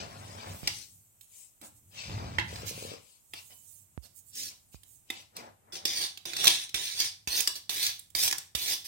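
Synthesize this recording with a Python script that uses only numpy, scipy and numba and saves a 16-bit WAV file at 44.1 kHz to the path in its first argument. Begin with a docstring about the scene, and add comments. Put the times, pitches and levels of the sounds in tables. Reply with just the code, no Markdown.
"""A small hard room with a tiled floor, heard close by two spaced microphones.
A pleated filter panel with a plastic frame is dragged and turned: it scrapes, knocks and rumbles.
Fingers brush the pleats with a fine hiss. Then a utility knife trims the frame in ten strokes.
Each time the blade lands with a click and shaves along the edge in tiny slips that make the frame ring.
Now and then it snaps over a burr, a rough bit of plastic."""
import sys
import numpy as np
from scipy import signal
from scipy.fft import rfft, irfft, next_fast_len
from scipy.io import wavfile
from numba import njit

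SR = 44100
rng = np.random.default_rng(int(sys.argv[2]) if len(sys.argv) > 2 else 0)


def waveform_to_disk(signal):
    """Save audio, clipped to [-1, 1], as 16-bit WAV at the path in sys.argv[1]."""
    frames = np.transpose(np.atleast_2d(signal))
    scaled = np.clip(frames, -1, 1) * 32767
    samples = np.round(scaled).astype(np.int16)
    wavfile.write(sys.argv[1], SR, samples)


N = 391166
TIME = np.arange(N) / SR

# A "colour" lists how strong a sound is at each frequency. "Pan" is left level minus right level.
# knife strokes: lands t/s, bite t/s, fast fade starts t/s, click level/dB, riding level/dB,
# bite level/dB, digging in rate/(dB/s), body vs cut level/dB, hiss vs cut level/dB,
# landing ring f/Hz, bite ring f/Hz
KNIFE_STROKES = [(5.722, 5.752, 5.77, -35, -46, -42, 141, -13, -10, 4840, 5200),
                 (5.852, 6.015, 6.07, -12.5, -35, -34, 74, -19.5, -10, 5040, 4520),
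                 (6.253, 6.465, 6.64, -24, -41.5, -24, 174, -14.5, -10, 3850, 3840),
                 (6.742, 7.010, 7.07, -16, -33.5, -28, 323, -24, -9, 3350, 4880),
                 (7.273, 7.405, 7.39, -18, -37.5, -24.5, 109.5, -19.5, -2.5, 3800, 5130),
                 (7.553, 7.565, 7.54, -30, -38.5, -33, 200, -22, 0.5, 4700, 4650),
                 (7.693, 7.85, 7.9, -18.5, -35, -30, 75, -23.5, 0.5, 3500, 4500),
                 (8.149, 8.245, 8.28, -16, -35.5, -26.5, 154, -19.5, 3.5, 4500, 5640),
                 (8.549, 8.715, 8.74, -14.5, -36.5, -29.5, 104, -24, 1.5, 3440, 5000),
                 (8.84, 8.855, 8.88, -52, -52, -44, 150, -17, 2, 4870, 4700)]
# the palm sweeps along the frame: middle t/s, length/s, level/dB, pan/dB
PALM_SWEEPS = [(0.78, 0.11, -44.5, 10.5), (2.685, .04, -36, -4), (4.048, 0.039, -55.5, -20),
               (4.42, 0.12, -37, -0.5)]
# colour of the panel's body under the blade: f/Hz, level/dB
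BODY_COLOUR = [(100, -9), (160, 2), (240, -7), (340, 7), (520, 0), (760, -1), (1000, -7), (1250, -10),
               (2000, -30)]
# colour of the blade's hiss and of sharp cracks: f/Hz, level/dB
HISS_COLOUR = [(5000, -22), (7500, 0), (9000, 1), (12000, -5.5), (14000, -6.5), (16000, -6)]


def from_db(db):
    return 10 ** (np.asarray(db) / 20)


def unit_rms(x):
    return x / np.sqrt(np.mean(x ** 2) + 1e-20)


def unit_energy(x):
    return x / np.sqrt(np.sum(x ** 2, axis=-1, keepdims=True))


def in_time(rows):
    """Joins timed rows with straight lines: one curve for each column after the time."""
    s, *columns = np.transpose(rows)
    return [np.interp(TIME, s, column) for column in columns]


def response(colour, size=4096):
    """The sound of one tap with this colour (a minimum-phase impulse response)."""
    hz, db = np.transpose(colour)
    grid = np.maximum(np.fft.rfftfreq(size, 1 / SR), 1)
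    octaves_outside = np.abs(np.log2(grid / np.clip(grid, hz[0], hz[-1])))
    level = np.interp(np.log(grid), np.log(hz), db) - 18 * np.minimum(octaves_outside, 3)
    cepstrum = irfft(np.log(from_db(level)))[:size // 2]
    cepstrum[0] /= 2
    return irfft(np.exp(rfft(2 * cepstrum, size)))


def through(x, impulse):
    return signal.oaconvolve(x, impulse)[:len(x)]


def coloured(x, colour):
    """Gives plain noise a colour and keeps its power."""
    return through(x, unit_energy(response(colour)))


def add(out, start_s, sound):
    at = max(round(start_s * SR), 0)
    out[..., at:at + sound.shape[-1]] += sound[..., :N - at]


def panned(x, pan_db):
    """Shares a sound between left and right; their average stays the same."""
    ratio = from_db(pan_db)
    return np.array([x * ratio, x]) * 2 / (1 + ratio)


def drift(per_s):
    """A curve that wanders between random values, mostly within -1 and 1."""
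    points = rng.standard_normal(int(N / SR * per_s) + 2)
    return np.interp(TIME * per_s, np.arange(len(points)), points)


def swell(middle_s, length_s, squareness):
    """Rises and fades; the higher the squareness, the flatter its top."""
    return np.exp(-np.minimum(np.abs(2 * (TIME - middle_s) / length_s), 9) ** squareness / 2)


def rubs(rows, squareness):
    """Left and right strength of a series of rubs."""
    return sum(panned(from_db(db) * swell(s, length_s, squareness), pan) for s, length_s, db, pan in rows)


def slips(per_s, spread_db, clump_db):
    """Rubbing surfaces stick and let go in tiny jerks of uneven size, louder in clumps."""
    sizes = from_db(spread_db * np.minimum(rng.exponential(1, N), 3)) * rng.choice([-1, 1], N)
    clumps = from_db(clump_db * drift(260))
    return unit_rms(sizes * (rng.random(N) < per_s / SR) * clumps)


def crack(decay_s, rise_s=0.00028, size=4096):
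    """A burst of tiny breaks that dies within milliseconds."""
    t = np.arange(size) / SR
    return rng.choice([-1, 1], size) * np.exp(-t / decay_s) * (1 - np.exp(-t / rise_s))


def resonance(x, hz, width_hz):
    """Rings at one pitch; the smaller the width, the longer it rings."""
    r = np.exp(-np.pi * width_hz / SR)
    feedback = [1, -2 * r * np.cos(2 * np.pi * hz / SR), r * r]
    return signal.lfilter(np.array([1, 0, -1]) * (1 - r * r) / 2, feedback, x)


@njit
def gliding_resonance(x, hz, width_hz):
    """Rings at a pitch that can change with every sample."""
    angle, r = 2 * np.pi * hz / SR, np.exp(-np.pi * width_hz / SR)
    y = np.zeros(len(x))
    for i in range(2, len(x)):
        y[i] = 2 * r * np.cos(angle[i]) * y[i - 1] - r * r * y[i - 2] + x[i] - x[i - 2]
    return y


def on_frame(colour, direct):
    """One tap on the frame: some of the tap itself, plus the ringing it starts."""
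    # the pitches at which the frame rings: f/Hz, width/Hz, level/dB
    frame_rings = [(368, 7.3, -13), (770, 87, -6), (970, 86, -5.5), (1710, 160, -21), (1975, 140, -30),
                   (2340, 420, -18), (3496, 127, -7.5), (3915, 33, -15), (4830, 110, -15),
                   (5770, 800, -11.5), (9090, 950, -4)]
    tap = response(colour)
    rings = sum(from_db(db) * resonance(tap, hz, width) for hz, width, db in frame_rings)
    return unit_energy(direct * tap + rings)


def background(air_db=-70.5):
    """Quiet room air and a thin, wandering whine."""
    # colour of the air: f/Hz, level/dB
    air_colour = [(21, -30), (35, -1.5), (49, -0.5), (114, -2), (420, -13), (778, -12), (1090, -16),
                  (1590, -19.5), (2870, -17), (4920, -25), (7810, -11), (14800, -20), (16000, -58)]
    # path of the whine: t/s, f/Hz, level/dB
    whine_path = [(0, 13600, -74), (.4, 13200, -73), (1.15, 14000, -72), (1.7, 13500, -73),
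                  (2.05, 13850, -73), (2.6, 13150, -74), (4.5, 12900, -78), (6, 12600, -81),
                  (8.4, 13100, -80)]
    air = np.array([coloured(rng.standard_normal(N), air_colour) for side in range(2)])
    whine_hz, whine_db = in_time(whine_path)
    whine = np.sin(2 * np.pi * np.cumsum(whine_hz + 130 * drift(400)) / SR)
    return from_db(air_db) * air + from_db(whine_db) * whine


def room_echo(low_fade_s=.32, high_fade_s=.3, size=24000):
    """Hard walls echo, the highs dying first; a fade time is a drop of 60 dB."""
    t = np.arange(size) / SR
    dull, bright = rng.standard_normal((2, size))
    lowpass = signal.butter(1, 6000, fs=SR)
    lows = signal.lfilter(*lowpass, dull) * from_db(-60 * t / low_fade_s)
    highs = (bright - signal.lfilter(*lowpass, bright)) * from_db(-6 - 60 * t / high_fade_s)
    return unit_energy((lows + highs) * (1 - np.exp(-t / 0.0065)))


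def nearby_bounces(x, split_hz=1900, decay_s=0.0027, count=6, size=400):
    """Lows arrive straight; highs bounce off panel, hand and tile by paths that shift at random."""
    low = signal.sosfilt(signal.butter(2, split_hz, "low", fs=SR, output="sos"), x)
    high = signal.sosfilt(signal.butter(2, split_hz, "high", fs=SR, output="sos"), x)
    paths = unit_energy(rng.standard_normal((count, size)) * np.exp(-np.arange(size) / SR / decay_s))
    shares = unit_energy(np.transpose([drift(35) for path in paths])).T
    bounced = sum(share * through(high, path) for share, path in zip(shares, paths))
    return low - .3 * high + .95 * bounced


def at_microphone(x, lag_s, room_db=-8):
    """A sound reaches one microphone with its bounces and the room's echo."""
    heard = nearby_bounces(x) + from_db(room_db) * through(x, room_echo())
    return np.pad(heard, (round(lag_s * SR), 0))[:N]


def microphone_colour(x):
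    """The left microphone is duller than the right."""
    # balance of the two microphones: f/Hz, pan/dB
    balance = [(100, 0), (350, -5), (900, -4), (2500, -2), (6000, 0), (9500, -2), (12000, -8), (15000, -17)]
    hz, db = np.transpose(balance)
    size = next_fast_len(N + 2048)
    grid = np.maximum(np.fft.rfftfreq(size, 1 / SR), 1)
    gains = panned(np.ones(len(grid)), np.interp(np.log(grid), np.log(hz), db))
    return irfft(rfft(x, size) * gains, size)[:, :N]


def rumble(panel_hz=96, held_from_s=3.3, held_db=-70.5, push_db=-36):
    """The panel bends and booms as it is moved; once held, faintly, and more as knife or palm push."""
    # the panel rocking as it is moved: t/s, level/dB
    rocking = [(0.0, -48), (0.45, -52), (0.52, -43), (0.6, -58), (0.65, -45.5), (0.86, -65), (1.59, -87),
               (1.61, -71), (2.03, -59), (2.1, -37), (2.91, -51.5), (3.15, -90)]
    # colour of the rumble: f/Hz, level/dB
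    rumble_colour = [(35, -31.5), (50, -8), (65, -2), (96, 2), (125, -1), (165, -2.5), (220, -10),
                     (330, -17)]
    moved_db, = in_time(rocking)
    pushed = stroke_curves()[0] + rubs(PALM_SWEEPS, squareness=4).mean(axis=0)
    strength = from_db(np.where(TIME < held_from_s, moved_db, held_db)) + from_db(push_db) * pushed
    shaking = coloured(rng.standard_normal(N), rumble_colour)
    boom = unit_rms(shaking + 2.2 * resonance(shaking, panel_hz, width_hz=8))
    stereo_spread = coloured(rng.standard_normal(N), rumble_colour) * from_db(-15)
    return strength * np.array([boom + stereo_spread, boom - stereo_spread])


def twang(start_s=1.615, hz=290, apart_hz=13, level_db=-62, fade_s=0.48):
    """Let go, the panel rings faintly at two close pitches that throb against each other."""
    age = np.maximum(TIME - start_s, 0)
    tones = np.sin(2 * np.pi * hz * age) + 0.98 * np.sin(2 * np.pi * (hz + apart_hz) * age)
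    return from_db(level_db - 60 * age / fade_s) * tones


def bumps(gain_db=-1, delay_s=.002):
    """Dull low thuds from the panel and from handling the microphone."""
    # thuds: t/s, level/dB, pan/dB
    thuds = [(0.63, -32.5, -24), (2.095, -31, -4), (2.243, -29, -1), (2.385, -28, -2), (3.975, -29.5, -32),
             (4.743, -39, -30), (6.468, -44, -13), (6.74, -38.5, -5), (7.272, -34.5, -7), (8.15, -44, -13),
             (8.548, -32, -8.5)]
    # colour of a thud: f/Hz, level/dB
    thud_colour = [(30, -29.5), (60, 2.5), (110, -5), (200, -10.5), (400, -18.5), (1200, -29), (3000, -41),
                   (8000, -60.5)]
    out, thud = np.zeros((2, N)), response(thud_colour)
    for s, db, pan_db in thuds:
        add(out, s + delay_s, panned(from_db(db + gain_db) * thud / np.abs(thud).max(), pan_db))
    return out


def squeak(hz=3000, width_hz=60, level_db=-62):
    """A finger squeaks briefly on the frame."""
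    tone = unit_rms(resonance(resonance(rng.standard_normal(N), hz, width_hz), hz, width_hz))
    strength = from_db(level_db) * swell(middle_s=3.515, length_s=0.032, squareness=2.3)
    return panned(strength * tone, pan_db=-20)


def hands(brush_gain_db=-2, palm_gain_db=-1, resting_db=-69, resting_until_s=5.25):
    """Fingers on the pleats give a fine high hiss, even at rest; the palm on the frame a fuller one."""
    # fingers stroke the pleats: middle t/s, length/s, level/dB, pan/dB
    finger_strokes = [(0.25, 0.36, -58.5, 21), (0.57, 0.15, -51.5, -3), (0.9, 0.18, -59, 3),
                      (1.23, 0.037, -61.5, -10), (1.39, 0.13, -51.5, 10.5), (1.655, 0.044, -49, 0.5),
                      (1.77, 0.036, -62.5, -9), (2.05, 0.23, -61, 4.5), (2.56, 0.13, -51.5, 5),
                      (2.81, 0.15, -47, 1.5), (3.09, 0.13, -64, 21), (3.47, 0.24, -56.5, -10),
                      (3.73, 0.14, -55, -15.5), (4.18, .04, -52, -20.5), (4.29, 0.043, -56.5, -16),
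                      (4.74, 0.03, -60.5, -24.5), (4.92, 0.1, -59.5, -14.5), (5.21, 0.035, -59.5, -4)]
    # colour of skin on the pleats: f/Hz, level/dB
    pleat_colour = [(3000, -22.5), (5000, -17), (6300, -5.5), (7600, 1), (10000, -3.5), (12500, -7.5),
                    (15500, -6.5)]
    # colour of the palm on the frame: f/Hz, level/dB
    palm_colour = [(120, -33.5), (200, -16.5), (259, -15), (548, -23), (709, -32.5), (1250, -29),
                   (1590, -20.5), (3970, -9), (5230, -3.5), (7270, -8), (9930, -10), (13600, -14.5),
                   (16000, -16)]
    resting = from_db(resting_db) * np.clip((resting_until_s - TIME) * 10, 0, 1)
    brushing = from_db(brush_gain_db) * rubs(finger_strokes, squareness=2.45)
    sweeping = from_db(palm_gain_db) * rubs(PALM_SWEEPS, squareness=3.6)
    fingers = coloured(rng.standard_normal(N), pleat_colour) * (resting + brushing)
    palm = coloured(slips(per_s=13000, spread_db=1.5, clump_db=2.0), palm_colour) * sweeping
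    return fingers + palm


def sliding(drag_gain_db=3, grit_gain_db=1, fade_s=0.06):
    """The frame drags over dusty tile, its corner catching and letting go."""
    # long slides, one table each: t/s, drag level/dB, grit level/dB
    slides = [
        [(0.0, -45, -41.5), (0.076, -53.5, -59), (0.276, -55, -55.5), (0.494, -49.5, -52.5),
         (0.61, -63.5, -59.5), (0.66, -50.5, -48.5)],
        [(1.9, -76.5, -88), (1.914, -77, -69.5), (1.948, -63, -51.5), (1.994, -60.5, -44), (2.172, -47, -53.5),
         (2.37, -54.5, -56.5)],
        [(2.48, -56, -50.5), (2.654, -53, -52), (2.694, -74, -47), (2.708, -62.5, -49.5), (2.934, -54.5, -50),
         (3.06, -101, -78.5)],
    ]
    # short scuffs: middle t/s, length/s, drag level/dB, grit level/dB
    scuffs = [(1.385, 0.12, -78, -66), (1.642, 0.038, -53, -56), (3.12, 0.11, -86, -67.5),
              (3.376, 0.05, -63, -49.5), (3.517, 0.031, -61, -59.5), (4.046, .03, -65, -69),
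              (4.518, 0.034, -63.5, -58), (4.746, 0.033, -75, -61), (5.163, 0.098, -60.5, -51),
              (5.383, 0.036, -63, -52), (5.423, .11, -50, -63.5), (5.85, 0.29, -58, -82)]
    # the corner catches: t/s, level/dB
    catches = [(2.527, -33.5), (2.632, -32), (2.71, -33.5), (2.777, -36.5), (2.824, -31), (2.85, -31),
               (2.916, -31), (2.937, -36)]
    # colour of the dragging frame: f/Hz, level/dB
    drag_colour = [(120, -16), (200, -8), (241, -8), (275, -14), (591, -8.5), (769, -7), (1210, -13.5),
                   (1900, -18), (2470, -24.5), (4180, -120)]
    # colour of the grit under it: f/Hz, level/dB
    grit_colour = [(590, -36.5), (1000, -5.5), (1550, -24), (2330, -2), (4470, -4), (5040, -3),
                   (7270, -10.5), (8000, -8), (10400, -51.5), (17600, -120)]
    # colour of a catch: f/Hz, level/dB
    catch_colour = [(150, -5), (330, -5.5), (480, 3.5), (680, -8.5), (900, -42), (2000, -50)]
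    spans = [(slide[0][0], slide[-1][0]) for slide in slides]
    moving = sum(np.interp(TIME, [s - .002, s, end, end + fade_s], [0, 1, 1, 0]) for s, end in spans)
    drag_db, grit_db = in_time(np.concatenate(slides))
    drag_force = moving * from_db(drag_db + drag_gain_db)
    grit_force = moving * from_db(grit_db + grit_gain_db)
    for s, length_s, scuff_drag_db, scuff_grit_db in scuffs:
        scuff = swell(s, length_s, squareness=2.65)
        drag_force += scuff * from_db(scuff_drag_db)
        grit_force += scuff * from_db(scuff_grit_db)
    drag = coloured(slips(per_s=1200, spread_db=2.5, clump_db=1.5) * drag_force, drag_colour)
    grit = coloured(slips(per_s=9800, spread_db=3.0, clump_db=0.5) * grit_force, grit_colour)
    judder, catch = np.zeros(N), response(catch_colour)
    for s, db in catches:
        add(judder, s, from_db(db) * catch / np.abs(catch).max())
    return panned(drag + grit + judder, pan_db=6.0)


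def knocks(gain_db=-7, ring_db=-5, crack_gain_db=7):
    """The frame lands on the tile with a hollow clack."""
    # hits on the tile: t/s, level/dB, ring f/Hz, relative crack level/dB
    hits = [(0.676, -21, 2200, -19.5), (2.384, -11.5, 1870, -35), (2.395, -19.5, 1750, -32),
            (3.335, -28.5, 2840, -8), (5.101, -22, 3120, -9)]
    # colour of a knock: f/Hz, level/dB
    knock_colour = [(150, -20), (330, -7), (550, -23.5), (900, -4.5), (1300, -16.5), (1750, -13),
                    (2100, -6), (2350, -19), (2650, -6.5), (3100, -8.5), (3700, -9.5), (5000, -21),
                    (9000, -35.5)]
    out = np.zeros(N)
    for s, db, hz, crack_db in hits:
        burst = crack(decay_s=0.0046)
        hollow = unit_rms(coloured(burst, knock_colour))
        ring = from_db(ring_db) * unit_rms(resonance(burst, hz, width_hz=350))
        sharp = from_db(crack_db + crack_gain_db) * coloured(burst, HISS_COLOUR)
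        add(out, s, from_db(db + gain_db) * ((hollow + ring) * burst.std() + sharp))
    return panned(out, pan_db=-1.5)


def clicks(gain_db=-8, ring_db=-4, crack_gain_db=9, delay_s=.0005):
    """The blade lands, burrs snap and the frame ticks; each click leaves a short ring."""
    # snapping burrs and ticks of the frame: t/s, level/dB, ring f/Hz, relative crack level/dB, pan/dB
    snaps = [(0.673, -10, 4670, -12, -0.5), (1.209, -44.5, 3930, -1, -7), (1.613, -40, 7150, -1.5, -11),
             (2.557, -28, 3540, -15, -4), (4.832, -42, 8100, -5, -7), (5.365, -29, 5260, -5, -4),
             (5.752, -22.5, 5220, -25, 6), (6.173, -31, 3940, -10, -6), (6.333, -22, 2500, -16, -7),
             (6.365, -19, 2330, -10, -2), (6.442, -13, 2710, -6, -10), (6.454, -12, 3340, -9, -7),
             (6.469, -6, 3580, -11, -7), (6.476, -2.5, 3660, -10.5, 3.5), (6.691, -32.5, 3510, -9, 2),
             (7.001, -11, 4440, -14, -2), (7.404, -16.5, 4600, -2.5, -12), (7.473, -10.5, 4600, -6.5, 0.5),
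             (7.864, -15.5, 3500, -6.5, 1), (7.992, -40, 6400, 5.5, -2), (8.101, -48.5, 7720, -0.5, -17),
             (8.232, -15.5, 5940, -5, -15), (8.276, -13, 6060, -11.5, -8), (8.31, -17, 2330, -7, 1.5),
             (8.325, -13.5, 1790, -14.5, -7), (8.381, -21, 8360, -4.5, 7)]
    # colour of a snap: f/Hz, level/dB
    snap_colour = [(700, -17.5), (1300, -7), (1800, -3.5), (3500, 7.5), (6000, 5), (8000, -7),
                   (12000, -25.5)]
    out = np.zeros((2, N))
    snap, body = on_frame(snap_colour, direct=0.79), on_frame(BODY_COLOUR, direct=0.38)

    def click(s, db, hz, crack_db, pan_db, body_db, decay_s):
        burst = crack(decay_s)
        ring = unit_rms(resonance(burst, hz, width_hz=550)) * burst.std()
        sound = through(burst, snap) + from_db(ring_db) * ring
        sound += from_db(body_db) * through(burst, body)
        sound += from_db(crack_db + crack_gain_db) * coloured(burst, HISS_COLOUR)
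        add(out, s + delay_s, panned(from_db(db + gain_db) * sound, pan_db))

    for lands, _, _, db, *_, landing_hz, _ in KNIFE_STROKES:
        click(lands, db, landing_hz, crack_db=-12, pan_db=-6.5, body_db=-14.5, decay_s=0.004)
    for row in snaps:
        click(*row, body_db=-19, decay_s=0.0033)
    return out


def stroke_curves(attack_s=0.0078):
    """Strength of cut, body and hiss, and ring pitch: strokes swell and die away, some fading early."""
    sag_rate, ease_rate, fast_fade_rate = 29, 103, 418  # dB/s
    body_fade_rate, hiss_fade_rate = 138, 53  # extra dB/s after the bite
    cut, body, hiss = np.zeros((3, N))
    ring_hz = np.full(N, float(KNIFE_STROKES[0][-1]))
    for stroke in KNIFE_STROKES:
        lands, bite, fades, _, ride_db, bite_db, dig_rate, body_db, hiss_db, landing_hz, bite_hz = stroke
        span = slice(int(lands * SR), int((fades + .2) * SR))
        t = TIME[span]
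        before, past = np.maximum(bite - t, 0), np.maximum(t - bite, 0)
        riding = from_db(ride_db - sag_rate * (t - lands))
        biting = from_db(bite_db - dig_rate * before - ease_rate * past)
        attack = np.clip((t - lands) / attack_s, 0, 1)
        fast_fade = from_db(-fast_fade_rate * np.maximum(t - fades, 0))
        force = attack * fast_fade * np.hypot(riding, biting)
        cut[span] += force
        body[span] += force * from_db(body_db - body_fade_rate * past)
        hiss[span] += force * from_db(hiss_db - hiss_fade_rate * past)
        ring_hz[span] = np.interp(t, [lands, bite], [landing_hz, bite_hz])
    return cut, body, hiss, ring_hz


def shaving(ring_width_hz=450, ring_db=-6, cut_gain_db=-1, hiss_gain_db=-1, give_way_db=-28):
    """The blade tears the plastic in fine slips and coarser catches; the ring glides as the cut moves."""
    # colour of the cut: f/Hz, level/dB
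    cut_colour = [(1000, -24), (1250, -16), (1700, -7), (2800, -4), (3500, 1), (4700, 0), (6500, -1),
                  (8000, -4), (10000, -9), (16000, -17)]
    cut_force, body_force, hiss_force, ring_hz = stroke_curves()
    fine = slips(per_s=8000, spread_db=3.0, clump_db=0.0)
    catches = slips(per_s=200, spread_db=1.5, clump_db=1.0)
    unsteady_hand = from_db(1.45 * drift(40))
    tearing = unit_rms(fine + from_db(-4) * catches) * unsteady_hand
    # the plastic gives way, so pushing harder makes the cut no louder
    force = tearing * np.minimum(cut_force * from_db(cut_gain_db), from_db(give_way_db))
    cut = through(force, on_frame(cut_colour, direct=.22))
    ring = from_db(ring_db) * unit_rms(gliding_resonance(force, ring_hz, ring_width_hz)) * force.std()
    body_wobble = from_db(3.5 * drift(30))
    body = through(tearing * body_force * body_wobble, on_frame(BODY_COLOUR, direct=0.38))
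    hiss = coloured(tearing * hiss_force * from_db(hiss_gain_db), HISS_COLOUR)
    return panned(cut + ring + body + hiss, pan_db=-0.5)


def scene():
    """Knife, frame and hands at two microphones, over thuds, twang, rumble and room air."""
    left, right = shaving() + clicks() + knocks() + sliding() + hands() + squeak()
    heard = np.array([at_microphone(left, lag_s=.00045), at_microphone(right, lag_s=0)])
    return microphone_colour(heard) + bumps() + twang() + rumble() + background()


def record(dry):
    """Rounds off loud peaks and cuts the very highest sounds."""
    lowpass = signal.ellip(10, .3, 70, 16100, fs=SR, output="sos")
    return signal.sosfilt(lowpass, np.tanh(dry))


dry = scene()
out = record(dry)
waveform_to_disk(out)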